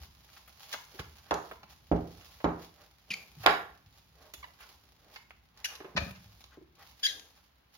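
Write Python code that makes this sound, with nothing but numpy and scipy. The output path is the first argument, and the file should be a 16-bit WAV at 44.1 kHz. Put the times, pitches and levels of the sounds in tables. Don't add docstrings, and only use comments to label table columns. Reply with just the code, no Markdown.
import sys
import numpy as np
from scipy import signal
from scipy.fft import rfft, irfft, next_fast_len
from scipy.io import wavfile
from scipy.ndimage import uniform_filter1d

SR = 44100
rng = np.random.default_rng(int(sys.argv[2]) if len(sys.argv) > 2 else 0)


def generate_wav(sig):
    pcm = np.round(np.clip(np.atleast_2d(sig).T, -1, 1) * 32767).astype(np.int16)
    wavfile.write(sys.argv[1], SR, pcm)


N = 342657
T = np.arange(N) / SR
SHORT = T[:16384]
TOP_HZ = 16000
LEFT_RIGHT = np.array([[1], [-1]])


def undb(db):
    return 10 ** (np.asarray(db) / 20)


def unit(x):
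    return x / np.sqrt(np.mean(x ** 2) + 1e-30)


def at_energy(x, db):
    return x * undb(db) / np.sqrt(np.sum(x ** 2) / (SR / 100))


def along(curve, t):
    return np.interp(t, *np.transpose(curve))


def by_hz(points, hz):
    f, value = np.transpose(points)
    return np.interp(np.log(np.maximum(hz, 1)), np.log(f), value)


def colour(x, points):
    size = next_fast_len(x.shape[-1])
    gain = undb(by_hz(points, np.fft.rfftfreq(size, 1 / SR)))
    return irfft(rfft(x, size) * gain, size)[..., :x.shape[-1]]


def resonate(x, hz, q):
    return signal.lfilter(*signal.iirpeak(min(hz, SR / 3), max(q, hz / SR * 3), fs=SR), x)


def cut(x, hz, kind, order):
    return signal.sosfilt(signal.butter(order, hz, kind, fs=SR, output="sos"), x)


def add(out, s, x, pan_db=0, lag_s_per_db=6e-5):
    for channel, side in zip(out, (1, -1)):
        i = max(int((s - side * pan_db * lag_s_per_db / 2) * SR), 0)
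        part = x[:N - i]
        channel[i:i + len(part)] += undb(side * pan_db / 2) * part


def clicks(per_s, spread_db, size):
    heights = undb(spread_db * np.minimum(rng.exponential(size=size), 5))
    signs = rng.choice([-1, 1], size)
    return heights * signs * (rng.random(size) < per_s / SR)


def whiten(response, smooth_bins=50):
    length = response.shape[-1]
    spectrum = rfft(response)
    power = uniform_filter1d(abs(spectrum) ** 2, smooth_bins)
    cepstrum = irfft(-np.log(power) / 2, length)
    cepstrum *= 1 + np.sign(np.fft.fftfreq(length))
    return irfft(spectrum * np.exp(rfft(cepstrum)), length)


# (frequency [Hz], relative level [dB])
AIR_SPECTRUM = [(30, -10.5), (70, -21), (200, -1), (500, -3.5), (1000, -1.5), (4000, -9.5), (8000, -31.5),
                (16000, -15.5)]
# (frequency [Hz], relative level [dB])
RUMBLE_SPECTRUM = [(20, -17), (40, -5.5), (65, 1.5), (90, -8.5), (170, -12), (260, -19.5), (600, -34.5),
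                   (2000, -58.5)]
# (time [s], relative level [dB])
RUMBLE_LEVELS = [(0.0, -62.5), (0.43, -71), (2.14, -66.5), (3.05, -72.5), (3.53, -63.5), (3.89, -70),
                 (5.93, -71.5), (6.14, -71), (6.36, -67), (7.77, -76)]
def background(rumble_gain_db=4, air_db=-71, side_db=-15):
    mid, side = unit(colour(rng.standard_normal((2, N)), RUMBLE_SPECTRUM))
    rumble = (mid + undb(side_db) * side * LEFT_RIGHT) * undb(along(RUMBLE_LEVELS, T) + rumble_gain_db)
    air = undb(air_db) * unit(colour(rng.standard_normal((2, N)), AIR_SPECTRUM))
    return rumble + air


# (frequency [Hz], time to fall 60 dB [s])
REVERB_TIMES = [(60, 0.75), (200, .42), (600, 0.38), (1500, 0.41), (5000, 0.32), (14000, 0.51)]
# (frequency [Hz], relative level [dB], time to fall 60 dB [s])
ROOM_MODES = [(65, -2, 0.45), (170, 11.5, .42), (308, 2, 0.42), (338, -3, .36), (705, -1.5, .34),
              (875, -3, 0.2)]
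def kitchen(x, early_db, tail_db, modes_db, early_s, coherence_hz, build_s=0.013):
    t = T[:SR // 2]
    hz = np.fft.rfftfreq(len(t), 1 / SR)
    mid, side = rfft(rng.standard_normal((2, len(t))))
    coherence = 1 / (1 + (hz / coherence_hz) ** 2)
    field = mid * np.sqrt(1 + coherence) + side * np.sqrt(1 - coherence) * LEFT_RIGHT
    response = np.zeros((2, len(t)))
    edges = np.r_[0, np.geomspace(120, SR / 2, 16)]
    for lo, hi in zip(edges, edges[1:]):
        band = irfft(field * ((hz >= lo) & (hz < hi)), len(t))
        early = band * t * np.exp(-2 * t / early_s)
        t60 = by_hz(REVERB_TIMES, (lo + hi) / 2)
        tail = band * (1 - np.exp(-t / build_s)) * np.exp(-np.log(1000) * t / t60)
        band_weight = np.sqrt((hi - lo) / (SR / 2) / len(t))
        response += (undb(early_db) * unit(early) + undb(tail_db) * unit(tail)) * band_weight
    response[:, 0] += 1
    response = whiten(response)
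    for mode_hz, db, t60 in ROOM_MODES:
        loss = np.log(1000) / t60
        ring = np.exp(-loss * t) * np.sin(2 * np.pi * mode_hz * t)
        response += undb(db + modes_db) * 2 * loss / SR * ring
    return signal.oaconvolve(x, response, axes=1)[:, :N]


def swell(s, length, rise_share=.52):
    width = length * np.where(T < s, rise_share, 1 - rise_share)
    return np.exp(-np.minimum(abs(T - s) / width, 10) ** 2)


# (time [s], left minus right [dB])
HAND_PAN = [(0, -1.5), (.7, 2), (1.0, -2), (5.3, -3), (5.7, -1.5), (6.1, -5.5), (6.5, 2.5), (7.7, -2)]
# (peak time [s], relative crackle [dB], length [s], relative rub [dB])
HAND_STROKES = [(.03, -63, .06, -70.5), (0.354, -65, .07, -90), (.50, -74, .06, -82),
                (0.642, -59.5, .07, -85), (0.725, -55.5, .05, -67), (0.967, -62, .08, -64),
                (1.19, -68.5, .04, -69), (1.288, -68.5, .05, -64), (1.481, -66, .12, -67),
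                (1.717, -66, .05, -70), (2.211, -65, .08, -66), (2.31, -64.5, .07, -81),
                (2.40, -70.5, .05, -75), (2.632, -61.5, .06, -61.5), (2.818, -71, .08, -64.5),
                (3.17, -65.5, 0.11, -63), (3.425, -57, .05, -67), (3.97, -69.5, .06, -77),
                (4.239, -69.5, .1, -63), (4.452, -74.5, .09, -69), (4.623, -63, .04, -58),
                (4.70, -65.5, .07, -68.5), (4.865, -81.5, .12, -80.5), (5.076, -82.5, .1, -69),
                (5.14, -65, .07, -70.5), (5.60, -69, .06, -65), (5.724, -63, .05, -54.5),
                (5.881, -86, 0.12, -59.5), (6.047, -59, 0.092, -62.5), (6.241, -69, .14, -89),
                (6.401, -67.5, .09, -85.5), (6.535, -79.5, .04, -63), (6.815, -66.5, .05, -60),
                (6.893, -68, .1, -85), (7.025, -65, .025, -71), (7.158, -78, 0.14, -63.5),
                (7.38, -74, .05, -73), (7.744, -67, .03, -88.5)]
def rubbing(gain_db=-6.0, rub_hz=850, usual_s=.06, slowing=.75, q=1.1, band_ratio=4.7):
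    catches = clicks(per_s=6000, spread_db=2, size=N)
    rub = np.zeros(N)
    for s, _, length, db in HAND_STROKES:
        hz = np.clip(rub_hz * (usual_s / length) ** slowing, 300, 1800)
        drag = cut(resonate(catches, hz, q), [hz / band_ratio, hz * band_ratio], "band", order=1)
        rub += unit(drag) * undb(db + gain_db) * np.sqrt(swell(s, length))
    return rub * undb(along(HAND_PAN, T) / 2 * LEFT_RIGHT)


# (time [s], relative level [dB])
STEADY_CRACKLE = [(0.0, -78), (0.26, -73.5), (0.78, -71.5), (1.77, -77.5), (2.23, -71), (2.99, -79),
                  (3.38, -72), (3.79, -80.5), (4.46, -75.5), (5.52, -84.5), (6.3, -74.5), (6.56, -86),
                  (6.79, -88), (7.01, -70), (7.44, -81), (7.77, -86.5)]
# (frequency [Hz], relative level [dB])
RUSTLE_SPECTRUM = [(100, -17), (300, -18.5), (800, 2), (1500, -5), (3000, -1), (5000, -0.5), (7000, -7),
                   (11000, -8.5), (16000, -10)]
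def rustle(gain_db=-6, steady_db=2.5, usual_per_s=320, spread_db=4.0, pan_db=-2.5, width_db=5.0):
    stroke_power = sum(undb(db) ** 2 * swell(s, length) for s, db, length, _ in HAND_STROKES)
    steady_power = undb(along(STEADY_CRACKLE, T) + steady_db) ** 2
    level_db = 10 * np.log10(steady_power + stroke_power)
    rate = usual_per_s * undb((level_db - level_db.mean()) / 2)
    out = np.zeros((2, N))
    for place in (-1, 0, 1):
        patch = unit(colour(clicks(rate, spread_db, N) / np.sqrt(rate), RUSTLE_SPECTRUM))
        add(out, 0, patch * undb(level_db + gain_db), pan_db + place * width_db)
    return out


# (time [s], relative level [dB], frequency [Hz], decay time [s])
SOFT_KNOCKS = [(.004, -51.5, 66.5, 0.029), (0.945, -53, 373, 0.0064), (.994, -40.5, 91.5, 0.0037),
               (.996, -42.5, 447, 0.0022), (1.059, -60.5, 75, 0.07), (1.517, -54.5, 454, 0.0041),
               (1.633, -61.5, 189, 0.0073), (3.104, -48, 196.5, .007), (3.367, -53.5, 151, 0.015),
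               (3.4, -50, 107, .027), (3.860, -60.5, 97, 0.028), (4.374, -60, 66, 0.022),
               (5.8032, -46.5, 374, 0.0052), (5.8452, -44.5, 374, 0.0072), (5.952, -38.5, 185.3, 0.03),
               (5.975, -42, 70, 0.019), (6.017, -37, 90, 0.0084), (6.018, -44, 181, 0.016),
               (6.064, -43, 189, 0.0234), (6.107, -50, 115, 0.014), (6.16, -65, 129.4, 0.048),
               (6.252, -59, 102.5, 0.057), (6.573, -47.5, 351, 0.0047), (6.613, -54.5, 342, .012),
               (6.80, -64, 84.6, 0.014)]
def knocks(rise_cycles=0.18):
    out = np.zeros((2, N))
    for s, db, hz, decay in SOFT_KNOCKS:
        rise = 1 - np.exp(-(SHORT * hz / rise_cycles) ** 2)
        envelope = rise * np.exp(-SHORT / decay)
        add(out, s, undb(db) * envelope / envelope.max() * np.sin(2 * np.pi * hz * SHORT))
    return out


# (time [s], relative
# level [dB], decay time [s], centre [Hz], fizz re ring [dB])
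FOLDS = [(.024, -58, 0.0034, 2500, 13), (0.29, -62, .003, 1370, -13), (0.366, -58, 0.01, 1630, -26),
         (.477, -56, .008, 1240, 6), (0.728, -38, 0.0085, 2960, -3), (0.739, -38.5, 0.0049, 860, -18),
         (.991, -44, 0.01, 1204, -10), (1.513, -43.5, 0.0058, 820, -15.5), (1.632, -51, 0.0038, 1160, -23),
         (1.961, -57, .006, 1690, -12), (2.211, -58, 0.0048, 2530, -20), (2.404, -51.5, 0.0048, 1020, -20),
         (3.4379, -43, 0.0097, 905, -14.5), (4.338, -44, 0.0044, 2930, 6), (4.605, -54, 0.0079, 1390, 1),
         (4.629, -62, 0.0074, 1405, -22), (5.161, -44, 0.0026, 1480, -20), (5.31, -60.5, 0.0054, 1150, -13),
         (5.575, -56, 0.0019, 3390, -38), (5.754, -44, 0.00092, 3340, -20.5), (5.803, -52, 0.015, 810, -36),
         (5.8453, -54, 0.015, 800, -21), (6.107, -57.5, .0046, 1390, 17), (6.152, -60.5, 0.015, 1980, -24),
         (6.416, -59, 0.0015, 2580, -27), (6.753, -66, 0.005, 3460, 2.5), (6.826, -55.5, 0.0024, 1540, -2)]
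def crinkles(rise_s=.0009, fold_q=1.0, top_ratio=4.8):
    out = np.zeros((2, N))
    lead = 4 * rise_s
    t = SHORT - lead
    for s, db, decay, hz, fizz_db in FOLDS:
        envelope = np.exp(-np.maximum(-t / rise_s, t / decay))
        volley = clicks(per_s=12000, spread_db=2, size=len(SHORT)) * envelope
        drive = cut(volley, [hz / 3, min(hz * top_ratio, TOP_HZ)], "band", order=2)
        sound = unit(resonate(drive, hz, fold_q)) + undb(fizz_db) * unit(volley)
        rms = np.sqrt(np.mean(envelope ** 2)) * undb(db)
        add(out, s - lead, unit(sound) * rms, along(HAND_PAN, s))
    return out


# (time [s], relative level [dB], centre [Hz], decay time [s], left minus right [dB])
EDGE_CRACKS = [(0.8512, -60, 7060, .0006, 2.5), (0.995, -44.5, 2700, 0.0053, -4.5),
               (1.3093, -34.5, 2000, 0.0047, 1.5), (1.3415, -42.5, 5100, 0.0011, -0.5),
               (1.917, -50, 1980, 0.0041, 1.5), (2.444, -44, 2150, 0.0035, 1),
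               (3.4628, -22, 2607, 0.00084, -7.5), (4.3394, -49, 4540, 0.00061, -1.5),
               (5.3073, -52, 1480, 0.00071, -1.5), (6.1094, -52.5, 1660, 0.0029, -3.5),
               (6.441, -54, 2860, 0.0019, -2.5), (7.1967, -51.5, 4400, 0.00034, 6.5)]
def cracks(q=0.61, top_ratio=2.0):
    out = np.zeros((2, N))
    for s, db, hz, decay, pan_db in EDGE_CRACKS:
        burst = rng.standard_normal(len(SHORT)) * np.exp(-SHORT / decay)
        tear = cut(resonate(burst, hz, q), min(hz * top_ratio, TOP_HZ), "low", order=1)
        add(out, s, at_energy(tear, db), pan_db)
    return out


def stick_slip(path, film_hz, q, jitter, scrape_db, pan_db):
    s, hz, db = np.transpose(sorted(path))
    t = np.arange(s[0], s[-1], 1 / SR)
    waver = unit(uniform_filter1d(rng.standard_normal(len(SHORT)), size=40))[:len(t)]
    rate = np.interp(t, s, hz) * (1 + jitter * waver)
    phase = 2 * np.pi * np.cumsum(rate) / SR
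    slips = sum(np.cos(k * phase) * (k * rate < TOP_HZ) / np.sqrt(k) for k in np.arange(1, 25))
    scrape = rng.standard_normal(len(SHORT))[:len(t)] * (1 + np.cos(phase))
    sound = resonate(unit(slips) + undb(scrape_db) * scrape, film_hz, q)
    out = np.zeros((2, N))
    add(out, s[0], unit(sound) * undb(np.interp(t, s, db)), pan_db)
    return out


# (time [s], slip rate [Hz], relative level [dB])
RIM_SLIPS = [(3.1030, 3000, -55), (3.1045, 2920, -35), (3.111, 2480, -31), (3.119, 2420, -31),
             (3.122, 1950, -41), (3.133, 2100, -45), (3.137, 2380, -35), (3.142, 2420, -27.5),
             (3.145, 2400, -48)]
def rim_squeak():
    return stick_slip(RIM_SLIPS, film_hz=2850, q=1.5, jitter=.06, scrape_db=-6.5, pan_db=0.5)


# (time [s], slip rate [Hz], relative level [dB])
HOLD_SLIPS = [(4.427, 1080, -50), (4.431, 1046, -44), (4.436, 1015, -58), (4.441, 985, -41.5),
              (4.446, 1035, -48), (4.452, 920, -63)]
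PULL_SLIPS = [(5.6425, 1760, -40), (5.644, 2196, -32.5), (5.649, 3095, -28.5), (5.653, 2725, -43),
              (5.6555, 1745, -27.5), (5.660, 1390, -51)]
PALM_SLIPS = [(5.964, 499, -29), (5.971, 519.5, -29), (5.976, 603, -23), (5.9795, 767, -24.5),
              (5.982, 760, -62)]
FINGER_SLIPS = [(7.029, 1580, -44), (7.032, 1610, -30), (7.042, 1735, -30), (7.049, 1610, -26.5),
                (7.061, 1590, -25.5), (7.067, 1780, -27), (7.071, 2200, -37), (7.090, 1950, -39),
                (7.104, 1740, -43)]
def hand_squeaks():
    pull = stick_slip(PULL_SLIPS, film_hz=3600, q=0.57, jitter=0.044, scrape_db=-10.5, pan_db=1.5)
    hold = stick_slip(HOLD_SLIPS, film_hz=1580, q=0.99, jitter=0.049, scrape_db=-11, pan_db=-3.5)
    palm = stick_slip(PALM_SLIPS, film_hz=1900, q=0.97, jitter=0.181, scrape_db=5.5, pan_db=2.5)
    finger = stick_slip(FINGER_SLIPS, film_hz=3520, q=2.0, jitter=.022, scrape_db=-9, pan_db=2)
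    return pull + cut(hold + palm, 4230, "low", order=2) + cut(finger, 1750, "high", order=2)


# (time [s], relative level [dB], lower mode [Hz], upper mode [Hz],
# upper re lower mode [dB], air push re lower mode [dB], left minus right [dB])
SHEET_JERKS = [(1.311, -24, 405, 945, 4, -14, -3.5), (1.9147, -16.5, 250, 756, -5.5, -5, -3),
               (2.4431, -18.5, 270, 994, -2.5, -11, -2.5), (3.4608, -19.5, 428, 890, 7.5, -23.5, -2),
               (3.4640, -20.5, 800, 1590, 7.5, -18, -4)]
def pops(lower_q=1.4, upper_q=2.4, top_ratio=1.86, push_hz=80):
    out = np.zeros((2, N))
    jerk = signal.unit_impulse(len(SHORT))
    for s, db, lower_hz, upper_hz, upper_db, push_db, pan_db in SHEET_JERKS:
        lower = cut(resonate(jerk, lower_hz, lower_q), upper_hz, "low", order=2)
        upper = cut(resonate(jerk, upper_hz, upper_q), upper_hz * top_ratio, "low", order=4)
        push = cut(resonate(jerk, push_hz, q=0.51), lower_hz, "low", order=2)
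        pop = at_energy(lower, db) - at_energy(upper, db + upper_db) + at_energy(push, db + push_db)
        add(out, s, pop, pan_db)
    return out


def scene():
    chirp = rim_squeak()
    sheet = kitchen(pops(), early_db=0, tail_db=2, modes_db=3.5, early_s=.0097, coherence_hz=670)
    edge = kitchen(cracks(), early_db=-2, tail_db=-7, modes_db=-12, early_s=.003, coherence_hz=700)
    rim = kitchen(chirp, early_db=-7, tail_db=-9, modes_db=-10, early_s=.004, coherence_hz=800)
    squeaks = hand_squeaks()
    hands = kitchen(squeaks, early_db=5.5, tail_db=-3.5, modes_db=4.5, early_s=.0047, coherence_hz=800)
    touches = crinkles() + knocks() + rustle() + rubbing()
    bowl = kitchen(touches, early_db=1.5, tail_db=-5, modes_db=-10.5, early_s=.0048, coherence_hz=790)
    return undb(-2) * sheet + undb(2.5) * edge + rim + undb(3.5) * hands + undb(9) * bowl + background()


def record(dry, bass_hz=51.0):
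    notch = [(7000, 0), (7600, -18), (9200, -20), (9800, 0)]  # (frequency [Hz], gain [dB])
    heard = colour(cut(dry, bass_hz, "high", order=6), notch)
    return signal.sosfilt(signal.ellip(8, .2, 70, TOP_HZ, fs=SR, output="sos"), heard)


dry = scene()
out = record(dry)
generate_wav(out)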